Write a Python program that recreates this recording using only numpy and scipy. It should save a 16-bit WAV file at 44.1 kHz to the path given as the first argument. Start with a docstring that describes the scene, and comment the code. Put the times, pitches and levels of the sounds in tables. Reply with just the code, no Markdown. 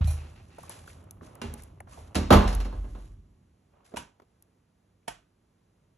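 """A tiled entrance room, heard from a hand-held phone. Something small clinks and scrapes close by,
sleeves rustle and fingers tick on the case while a door is knocked, catches on its latch and slams.
The leaf rocks and rattles in its frame and the room booms; two sharp double clicks follow.
Struck bodies are decaying sines with coloured noise bursts and a room tail; cloth is grainy noise."""
import sys
import numpy as np
from scipy import signal
from scipy.fft import rfft, irfft, next_fast_len
from scipy.io import wavfile
from scipy.ndimage import uniform_filter1d, minimum_filter1d

SR = 44100
rng = np.random.default_rng(int(sys.argv[2]) if len(sys.argv) > 2 else 0)


def persist_wave(psi):
    """Save psi, clipped to +-1, as 16-bit WAV."""
    counts = np.round(np.clip(psi, -1, 1) * 32767).astype(np.int16)
    wavfile.write(sys.argv[1], SR, np.atleast_2d(counts).T)


N = 263433

# colour of latch and fittings: (frequency [Hz], level [dB])
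LATCH_COLOUR = [(150, -4), (400, -5), (900, -6), (1700, -10.5), (2800, -12.5), (4200, -16), (7000, -17.5),
                (11000, -16), (12500, -38.5)]
# the two microphone ports: (frequency [Hz], side against mid [dB], left minus right [dB])
MIC_PORTS = [(61.34, -33.5, -0.66), (128.54, -20, -0.7), (230, -15, -3.5), (380, -10, -5), (720, -2, -3.5),
             (1096, -2, -1.5), (1603, -8, -0.5), (3380, -6.5, -1), (4840, -3, -0.5), (5980, -15, 0),
             (7850, -8, 0), (9330, -30, 0), (10067, -5, -0.5), (13200, -30, 0)]
TIME = np.arange(N) / SR
RING_TIME = TIME[:SR]  # each struck sound gets one second
GRID_HZ = np.geomspace(20, SR / 2, num=1500)
BLOW_RISE_S, RATTLE_RISE_S = 0.0036, 0.0006


def door():
    """Each blow rings the panel's modes and its dense upper resonances; loose fittings rattle too."""
    # blows on the door: (time [s], level [dB], brightness [dB per octave], burst t60 [s])
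    blows = [(2.16, -29.5, -5, 0.38), (2.3048, -11.5, -0.7, 0.19), (2.324, -12, 0.3, 0.16),
             (2.336, -23, 0.5, 0.024), (2.351, -20.5, -2, 0.24), (2.608, -41.5, -1, 0.052),
             (2.654, -41, -1.5, 0.09), (2.726, -42, -1, 0.019), (2.843, -48, -1.5, 0.059),
             (2.949, -46, 0, 0.015)]
    # dense upper resonances: (frequency [Hz], level [dB])
    dense = [(60, -8), (120, -7.5), (200, -9), (350, -4.5), (500, -5.5), (750, -3), (1100, -5), (1500, -12),
             (2100, -17.5), (3500, -18), (6000, -27.5), (9000, -29.5), (11500, -26.5), (13000, -48.5)]
    # panel modes: (frequency [Hz], level [dB], t60 [s])
    panel_modes = [(151, -6, .3), (199, 3, .4), (237, 1, .5), (277, 2, .42), (315, -2, .38), (382, -1, .38),
                   (446, -9, .42), (503, -1, .36), (583, -4, .36), (607, -6, .38), (736, -2, .3),
                   (797, -8, .35), (884, -5, .32), (1042, -3, .3), (1157, -9, .35), (1290, -9, .26),
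                   (1470, -11, .28), (1641, -8, .26), (2040, -16, .28), (2778, -19, .22), (4297, -20, .33)]
    # latch and fittings rattling: (time [s], level [dB])
    rattles = [(2.147, -35.5), (2.153, -24), (2.436, -44.5), (2.476, -33), (2.503, -42.5), (2.527, -39),
               (2.602, -40.5), (2.648, -45.5)]
    # resonances of the latch: (frequency [Hz], width [Hz], lift [dB])
    latch_peaks = [(510, 30, -0.5), (632.8, 35, 4.5), (821, 10.6, 3.5), (950, 40, 1.5), (2260, 84, 1),
                   (2700, 130, 5), (3830, 130, 5), (4284, 130, 9), (5300, 170, 7), (5895, 37, -4)]
    panel_db = -9

    out = np.zeros((2, N))
    # the panel modes also colour the burst and its echo: wider with pitch, lifted 6 dB
    panel_peaks = [(hz, 8 + .005 * hz, 6) for hz, _, _ in panel_modes]
    leaf = resonant(dense, panel_peaks)
    for s, db, tilt_db, t60 in blows:
        panel = undb(panel_db) * ring(panel_modes, tilt_db) * (1 - fade(BLOW_RISE_S))
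        burst = strike(leaf, BLOW_RISE_S, t60, room_db=-7.5, tilt_db=tilt_db)
        add(out, s, undb(db) * (burst + panel))
    latch = resonant(LATCH_COLOUR, latch_peaks)
    for s, db in rattles:
        add(out, s, undb(db) * strike(latch, RATTLE_RISE_S, t60=.125, room_db=-9))
    return out


def boom():
    """Heavy pushes pump the two lowest room modes and a thud; each push checks the swing before it."""
    # pushes on the room's air, the last as the leaf rocks to rest:
    # (time [s], lower mode level [dB], upper mode level [dB])
    pushes = [(.008, -33, -13), (.044, -30.5, -14.5), (1.445, -39, -31.5), (1.976, -47, -39),
              (2.155, -26, -19.5), (2.318, -12, -8), (2.42, -16.5, -22.5), (2.525, -17, -27),
              (2.746, -24, -32.5), (2.885, -30.5, -47), (2.972, -35.5, -47), (3.068, -40, -51),
              (3.161, -48.5, -57)]
    # lowest room modes: (frequency [Hz], t60 [s])
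    lowest_modes = [(46.5, 0.67), (76.5, 0.47)]
    # next room modes, a dull thud: (frequency [Hz], level against the upper mode [dB], t60 [s])
    thud_modes = [(95.8, -3, 0.21), (128.8, -13.5, 0.47), (148.9, -14, 0.14)]
    rise_s, check_s = 0.035, 0.025

    out = np.zeros((2, N))
    next_times = [row[0] for row in pushes[1:]] + [np.inf]
    for (s, *levels), next_s in zip(pushes, next_times):
        swing = sum(undb(db) * mode(hz, t60) for db, (hz, t60) in zip(levels, lowest_modes))
        thud = sum(undb(levels[1] + db) * mode(hz, t60) for hz, db, t60 in thud_modes)
        # falls to nothing just before the next push, so the boom comes in lumps
        free = np.sin(np.pi / 2 * np.clip((next_s - s - RING_TIME) / check_s, 0, 1))
        add(out, s, (swing + thud) * (1 - fade(rise_s)) * free)
    return out


def knock():
    """A short crack rings wood and metal together; duller rebounds follow."""
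    # the knock and its rebounds: (time [s], level [dB], brightness [dB per octave])
    knocks = [(1.4161, -35.5, -0.5), (1.438, -40.5, -3.5), (1.514, -50.5, -5), (1.539, -48.5, -3.5)]
    # wood and metal ringing: (frequency [Hz], level [dB], t60 [s])
    knock_modes = [(229, 0, .2), (400, -3, .16), (835, -2, .13), (1010, -7, .13), (1490, -11, .12),
                   (1707, -14, .15), (2030, -13, .12), (2440, -14, .12), (2778, -8, .19), (3710, -13, .09),
                   (4060, -14, .12)]
    crack_db = 4

    out = np.zeros((2, N))
    for s, db, tilt_db in knocks:
        crack = strike(LATCH_COLOUR, RATTLE_RISE_S, t60=0.034, room_db=-9.5, tilt_db=tilt_db)
        body = ring(knock_modes, tilt_db) * (1 - fade(BLOW_RISE_S))
        add(out, s, undb(db) * (body + undb(crack_db) * crack))
    return out


def clicks():
    """Hard little double snaps, each briefly ringing two body resonances, answered by the room."""
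    # sharp clicks: (time [s], snap level [dB], rise [s], lower resonance [Hz], its level [dB],
    # upper resonance [Hz], its level [dB])
    snaps = [(3.96, -29, 0.05, 600, -37, 718, -48), (3.969, -26.5, 0.009, 951, -33, 2888, -38),
             (5.0768, -31, 0.026, 1845, -40, 2226, -41), (5.079, -29, 0.012, 690, -28, 900, -30)]
    # colour of the snap: (frequency [Hz], level [dB])
    snap_colour = [(40, -7), (150, -8.5), (280, -13), (430, -17.5), (850, -9), (1300, -10), (2000, -15),
                   (2900, -13.5), (4200, -19), (6300, -20.5), (9000, -22), (11000, -11.5), (14000, -75)]
    # narrow resonances in it: (frequency [Hz], width [Hz], lift [dB])
    snap_peaks = [(1540, 49, 7.5), (2530, 160, 4), (3070, 300, 2.5), (3320, 160, 3.5), (5470, 100, 8),
                  (6200, 220, 5), (7760, 700, 8.5)]
    body_t60_s, left_minus_right_db = 0.07, -2

    out = np.zeros((2, N))
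    for s, db, rise, low_hz, low_db, high_hz, high_db in snaps:
        # the lower resonance also stands out in the burst and lingers in the room: 80 Hz wide, 12 dB up
        colour = resonant(snap_colour, [*snap_peaks, (low_hz, 80, 12)])
        # the extra fade shortens the room's answer
        snap = strike(colour, rise, t60=.045, room_db=-12) * fade(.55)
        body = ring([(low_hz, low_db, body_t60_s), (high_hz, high_db, body_t60_s)])
        add(out, s, undb(db) * snap + body * (1 - fade(rise)))
    return out * undb(np.array([[1], [-1]]) * left_minus_right_db / 2)


def clatter():
    """Something small, with loose metal on it, clinks as it is jolted and scrapes in grainy strokes."""
    # small metallic clinks: (time [s], level [dB])
    clinks = [(0.0731, -42), (.105, -45.5), (.131, -65)]
    # what they ring with: (frequency [Hz], level [dB], t60 [s])
    clink_modes = [(603, -3, .23), (680, -3, .1), (790, -3, .12), (1010, -7, .13), (2428, -9, .21),
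                   (4060, -6, .13), (4382, -14, .21), (5588, -14, .3), (6062, -10, .25), (7364, -12, .3),
                   (7957, -7, .14), (9921, -6, .18), (10610, 0, .26), (10930, -2, .15), (11790, -13, .16),
                   (12390, -13, .16)]
    # scraping strokes: (start [s], length [s], level [dB])
    scrapes = [(0.087, 0.015, -55), (0.163, .11, -58.5), (0.352, 0.051, -62.5), (0.498, 0.095, -63.5)]
    # colour of the scrape: (frequency [Hz], level [dB])
    scrape_colour = [(500, -20), (1200, -3.5), (2600, -11.5), (4200, -10), (7000, -20)]
    # narrow resonances in it: (frequency [Hz], width [Hz], lift [dB])
    scrape_peaks = [(797, 40, 17.5), (1880, 30, 8), (2090, 79, 5.5), (2620, 270, 12), (4030, 50, 1)]
    attack_s, fall_db_per_s = 0.0068, 213

    strokes = sum(undb(db) * gesture(s, length, attack_s, fall_db_per_s) for s, length, db in scrapes)
    out = noise(resonant(scrape_colour, scrape_peaks), N) * strokes * catches()
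    for s, db in clinks:
        add(out, s, undb(db) * ring(clink_modes) * (1 - fade(BLOW_RISE_S)))
    return out


def tapping():
    """Bright ticks right at the phone, almost dry, and soft banded taps and bumps, among them footsteps and a
    low thump under the first click; longer taps start more softly."""
    # dry, bright ticks: (time [s], level [dB], top [Hz])
    ticks = [(0.586, -42, 12000), (0.632, -37, 11500), (.695, -27.5, 11700), (0.876, -45, 12500),
             (1.04, -51, 12000), (1.109, -28.5, 14500), (1.353, -38, 13000), (1.539, -25.5, 14500),
             (1.622, -37, 14000), (1.635, -34, 14000), (1.804, -40, 11800), (2.326, -28, 12500),
             (2.55, -23, 13300), (4.424, -42, 12000)]
    # colour of a tick: (frequency [Hz], level [dB])
    tick_colour = [(1500, -24), (4000, -16.5), (7500, -7.5), (10700, 3), (12000, -7.5), (15000, -20)]
    # soft taps and bumps, including heel steps and the low thump under the first click: (time [s], level [dB],
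    # centre [Hz], half width [octaves], t60 [s])
    taps = [(.009, -41.5, 620, 1.1, 0.18), (0.011, -49, 3020, 0.42, 0.2), (0.044, -40.5, 3140, 0.64, 0.016),
            (.073, -42, 830, 0.36, 0.063), (0.583, -36.5, 630, 0.57, 0.053), (.634, -45, 990, 0.33, 0.04),
            (0.678, -54, 1400, 0.95, 0.086), (.698, -37.5, 720, 0.4, 0.032),
            (0.877, -42, 1510, 0.14, 0.024), (0.877, -53, 2820, 0.16, 0.022),
            (0.878, -54, 452, 0.27, 0.065), (0.899, -49.5, 1900, .6, 0.039),
            (1.211, -45.5, 950, 0.59, 0.025), (1.216, -43, 227, 0.85, 0.2), (1.231, -51, 1210, 0.34, 0.037),
            (1.273, -53, 900, 0.49, 0.077), (1.355, -53.5, 1200, 0.72, 0.036),
            (1.541, -54, 2740, 0.16, 0.009), (1.595, -49, 1830, 0.37, 0.034),
            (1.8037, -40.5, 1770, 0.28, 0.017), (1.806, -36.5, 720, 0.39, 0.023),
            (1.871, -48.5, 824, 0.66, 0.11), (1.922, -49, 1140, 0.14, 0.11), (1.973, -45, 600, 0.63, 0.17),
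            (2.109, -52, 730, 0.5, 0.028), (3.918, -50, 490, 0.91, 0.1), (3.939, -33.5, 370, 0.9, 0.059),
            (3.972, -47, 220, 0.76, 0.31), (4.199, -49, 465, 1.34, 0.026), (4.219, -50.5, 290, 1.3, 0.05),
            (5.03, -74.5, 2500, 0.21, 0.043)]
    tick_t60_s = .009

    out = np.zeros((2, N))
    room = undb(-34) * fade(.35)  # faint tail under the taps; the ticks get half of it
    for s, db, top_hz in ticks:
        colour = np.column_stack([GRID_HZ, along(GRID_HZ, tick_colour)])[GRID_HZ < top_hz]
        envelope = (fade(tick_t60_s) + room / 2) * (1 - fade(tick_t60_s / 2))
        add(out, s, undb(db) * noise(colour, SR) * envelope)
    for s, db, hz, octaves, t60 in taps:
        hump_db = -10 * np.log10(1 + (np.log2(GRID_HZ / hz) / octaves) ** 6)
        hump = np.column_stack([GRID_HZ, hump_db])[GRID_HZ < 13000]
        envelope = (fade(t60) + room) * (1 - fade(.08 * t60))
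        add(out, s, undb(db) * noise(hump, SR) * envelope)
    return out


def sleeve():
    """Cloth rubs and hisses in small catches as the arm moves; the hand rumbles evenly on the case."""
    # dull rubs of the sleeve: (time [s], level [dB])
    rubs = [(.06, -54), (0.599, -57.5), (0.689, -69), (.92, -63), (1.214, -57.5), (1.299, -64.5),
            (1.46, -71.5), (1.876, -61.5), (1.972, -65.5), (3.7, -64.5)]
    # cloth sliding on cloth: (start [s], length [s], level [dB])
    swishes = [(.03, 0.095, -50), (.58, 0.062, -59), (.697, 0.0098, -47.5), (.87, 0.02, -55.5),
               (1.215, 0.054, -60.5), (1.57, 0.02, -57.5), (1.87, 0.14, -57.5), (2.62, 0.44, -66),
               (3.842, 0.019, -63)]
    # colours of rub, swish and hand rumble: (frequency [Hz], level [dB])
    rub_colour = [(150, -15.5), (300, 2.5), (600, 10.5), (1200, 3.5), (1900, -10.5), (2800, -9.5),
                  (5000, -28), (9000, -33.5)]
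    cloth_colour = [(1500, -0.5), (2700, -2.5), (5000, -4.5), (7000, -3), (9000, -1), (11200, -1.5),
                    (12300, -28.5)]
    rumble_colour = [(30, -16), (45, -7.5), (90, 2.5), (140, -8), (220, -11.5), (400, -19)]
    rub_attack_s, rub_fall_db_per_s = 0.069, 36.5
    swish_attack_share, swish_fall_db_per_s = 0.33, 136  # a swish swells over this share of its length
    walk_ends_s, rumble_db, rumble_fall_db_per_s = 3.09, -52.5, 33  # it fades once the walking stops
    creep = (0, 0.88, -69.5)  # faint sliding under the swishes: (start [s], length [s], level [dB])

    rubbing = sum(undb(db) * gesture(s, rub_attack_s, rub_attack_s, rub_fall_db_per_s) for s, db in rubs)
    sliding = 0
    for s, length, db in [*swishes, creep]:
        sliding = sliding + undb(db) * gesture(s, length, swish_attack_share * length, swish_fall_db_per_s)
    rub = noise(rub_colour, N) * rubbing * catches()
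    hiss = noise(cloth_colour, N) * sliding * catches()
    holding = gesture(0, walk_ends_s, rub_attack_s, rumble_fall_db_per_s)
    return rub + hiss + noise(rumble_colour, N) * undb(rumble_db) * holding


def hum():
    """Steady faint tones of the room whose level and phase waver slowly."""
    # (frequency [Hz], mean level [dB])
    tones = [(97, -74), (183, -78.5)]
    return sum(undb(db + 2 * walk(3)) * np.sin(2 * np.pi * hz * TIME + walk(5)) for hz, db in tones)


def room_floor():
    """The quiet room: coloured noise whose level wanders by about a decibel."""
    # (frequency [Hz], level [dB])
    floor_colour = [(25, -12), (55, 0), (90, -2), (180, -3), (430, -12), (1000, -18), (1600, -24),
                    (5000, -32), (11000, -30), (12000, -42)]
    return noise(floor_colour, N) * undb(-69 + walk(6))


def strike(spectrum, rise, t60, room_db, tilt_db=0):
    """A short burst, then the room's tail, which builds up quickly and dies soonest in the treble."""
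    # decay of the room: (frequency [Hz], t60 [s])
    room_t60 = [(100, 0.8), (400, 0.54), (1000, 0.55), (3000, 0.52), (7000, 0.43), (12000, 0.27)]
    burst = noise(spectrum, SR, tilt_db) * fade(t60)
    diffuse = rfft(noise(spectrum, SR, tilt_db))
    centres, t60s = np.transpose(room_t60)
    log_hz = np.log(np.arange(diffuse.shape[1]) + 1)
    tail = 0
    # overlapping bands, each with its own decay
    for band, band_t60 in zip(np.eye(len(t60s)), t60s):
        weight = np.interp(log_hz, np.log(centres), band)
        tail = tail + irfft(diffuse * weight) * fade(band_t60)
    return (burst + undb(room_db) * tail * (1 - fade(0.004))) * (1 - fade(rise))


def ring(modes, tilt_db=0):
    """A struck body's modes, tilted by the contact's hardness, each in its own phase at each port."""
    modes_apart_hz = 900  # from here up a mode's phase differs most between the ports
    out = 0
    for (hz, db, t60), (phase, skew) in zip(modes, rng.uniform(-np.pi, np.pi, (len(modes), 2))):
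        phases = phase + np.array([[1], [-1]]) * skew * min(hz / modes_apart_hz, 1) / 4
        out = out + undb(db + tilt_db * np.log2(hz / 700)) * mode(hz, t60, phases)
    return out


def mode(hz, t60, phase=0):
    """One struck resonance: a decaying sine."""
    return np.sin(2 * np.pi * hz * RING_TIME + phase) * fade(t60)


def fade(t60):
    """Exponential decay, 60 dB down after t60."""
    return np.exp(-np.log(1000) * RING_TIME / np.maximum(t60, 1 / SR))


def noise(spectrum, size, tilt_db=0):
    """Coloured stereo noise of rms 1, partly alike at both ports, steeply cut above its last point."""
    length = next_fast_len(size, True)
    hz = np.fft.rfftfreq(length, 1 / SR)
    mid, side = rfft(rng.standard_normal((2, length)))
    apart = undb(along(hz, MIC_PORTS))
    edge = np.maximum(hz / spectrum[-1][0], 1) ** -18
    colour = undb(along(hz, spectrum) + tilt_db * np.log2(hz + 1))
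    gain = colour * edge * (hz > 20) / np.hypot(1, apart)
    x = irfft(gain * (mid + np.outer([1, -1], apart * side)), length)[:, :size]
    return x / x.std()


def resonant(spectrum, peaks):
    """A smooth spectrum with narrow resonances standing on it."""
    lift = sum((undb(2 * db) - 1) / (1 + (2 * (GRID_HZ - hz) / width) ** 2) for hz, width, db in peaks)
    level_db = along(GRID_HZ, spectrum) + 10 * np.log10(np.maximum(1 + lift, .1))
    return np.column_stack([GRID_HZ, level_db])[GRID_HZ <= spectrum[-1][0]]


def gesture(s, hold, attack, fall_db_per_s):
    """Envelope of one movement: it swells from time s, holds, then dies away."""
    age = TIME - s
    return np.clip(age / attack, 0, 1) * undb(-fall_db_per_s * np.maximum(age - hold, 0))


def catches():
    """Grainy modulation of rms 1: fibres catch and let go at random over a smooth slide."""
    catches_per_s, catch_s, spread_db, smooth_share = 220, .003, 2.2, 0.6
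    chance, size = rng.random(N), rng.exponential(size=N)
    jerks = (chance < catches_per_s / SR) * undb(spread_db * np.minimum(size, 4))
    grains = signal.lfilter([1], [1, -np.exp(-1 / (catch_s * SR))], jerks)
    grains = uniform_filter1d(grains, size=40)
    return np.sqrt(smooth_share + (1 - smooth_share) * grains ** 2 / np.mean(grains ** 2))


def walk(rate):
    """A smooth random wander of spread near 1, with rate new targets a second."""
    steps = rng.standard_normal(N // 100)
    return np.interp(TIME * rate, np.arange(len(steps)), steps)


def undb(db):
    """Decibels to gain."""
    return 10 ** (np.asarray(db) / 20)


def along(hz, table, axis=1):
    """One column of a table, read on a log-frequency axis."""
    rows = np.array(table, float)
    return np.interp(np.log(hz + 1), np.log(rows[:, 0]), rows[:, axis])


def add(out, s, sound):
    """Mix a sound in at time s."""
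    start = max(int(s * SR), 0)
    out[:, start:start + sound.shape[-1]] += sound[..., :N - start]


def scene():
    """Door, clicks and handling over the quiet room and its wavering hum."""
    return door() + boom() + knock() + clicks() + clatter() + tapping() + sleeve() + hum() + room_floor()


def record(dry):
    """The two ports differ in phase and level; peaks are held down, deepest bass and top are cut."""
    # phase by which the right port lags: (frequency [Hz], lag [rad])
    port_lag = [(0, 0), (380, 0), (750, 2.2), (1300, 0), (4000, .7), (5800, 6.28), (6200, 6.3),
                (8500, 9.35), (9500, 9.45), (11900, 12.57)]
    length = next_fast_len(N + SR // 10, True)
    hz = np.fft.rfftfreq(length, 1 / SR)
    # half of each difference goes to the left port, its inverse to the right
    half_lag = np.exp(.5j * np.interp(hz, *np.transpose(port_lag)))
    half = half_lag * undb(along(hz, MIC_PORTS, axis=2) / 2)
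    heard = irfft(rfft(dry, length) * np.array([half, 1 / half]), length)[:, :N]
    heard = signal.sosfilt(signal.butter(8, 37, "high", fs=SR, output="sos"), heard)
    # a look-ahead limiter turns both channels down for a few ms around each peak
    gain = np.minimum(1, .88 / (np.abs(heard).max(axis=0) + 1e-9))
    gain = uniform_filter1d(minimum_filter1d(gain, size=201), size=201)
    top_cut = signal.ellip(8, .2, 70, 15500, fs=SR, output="sos")
    return signal.sosfilt(top_cut, heard * gain)


dry = scene()
out = record(dry)
persist_wave(out)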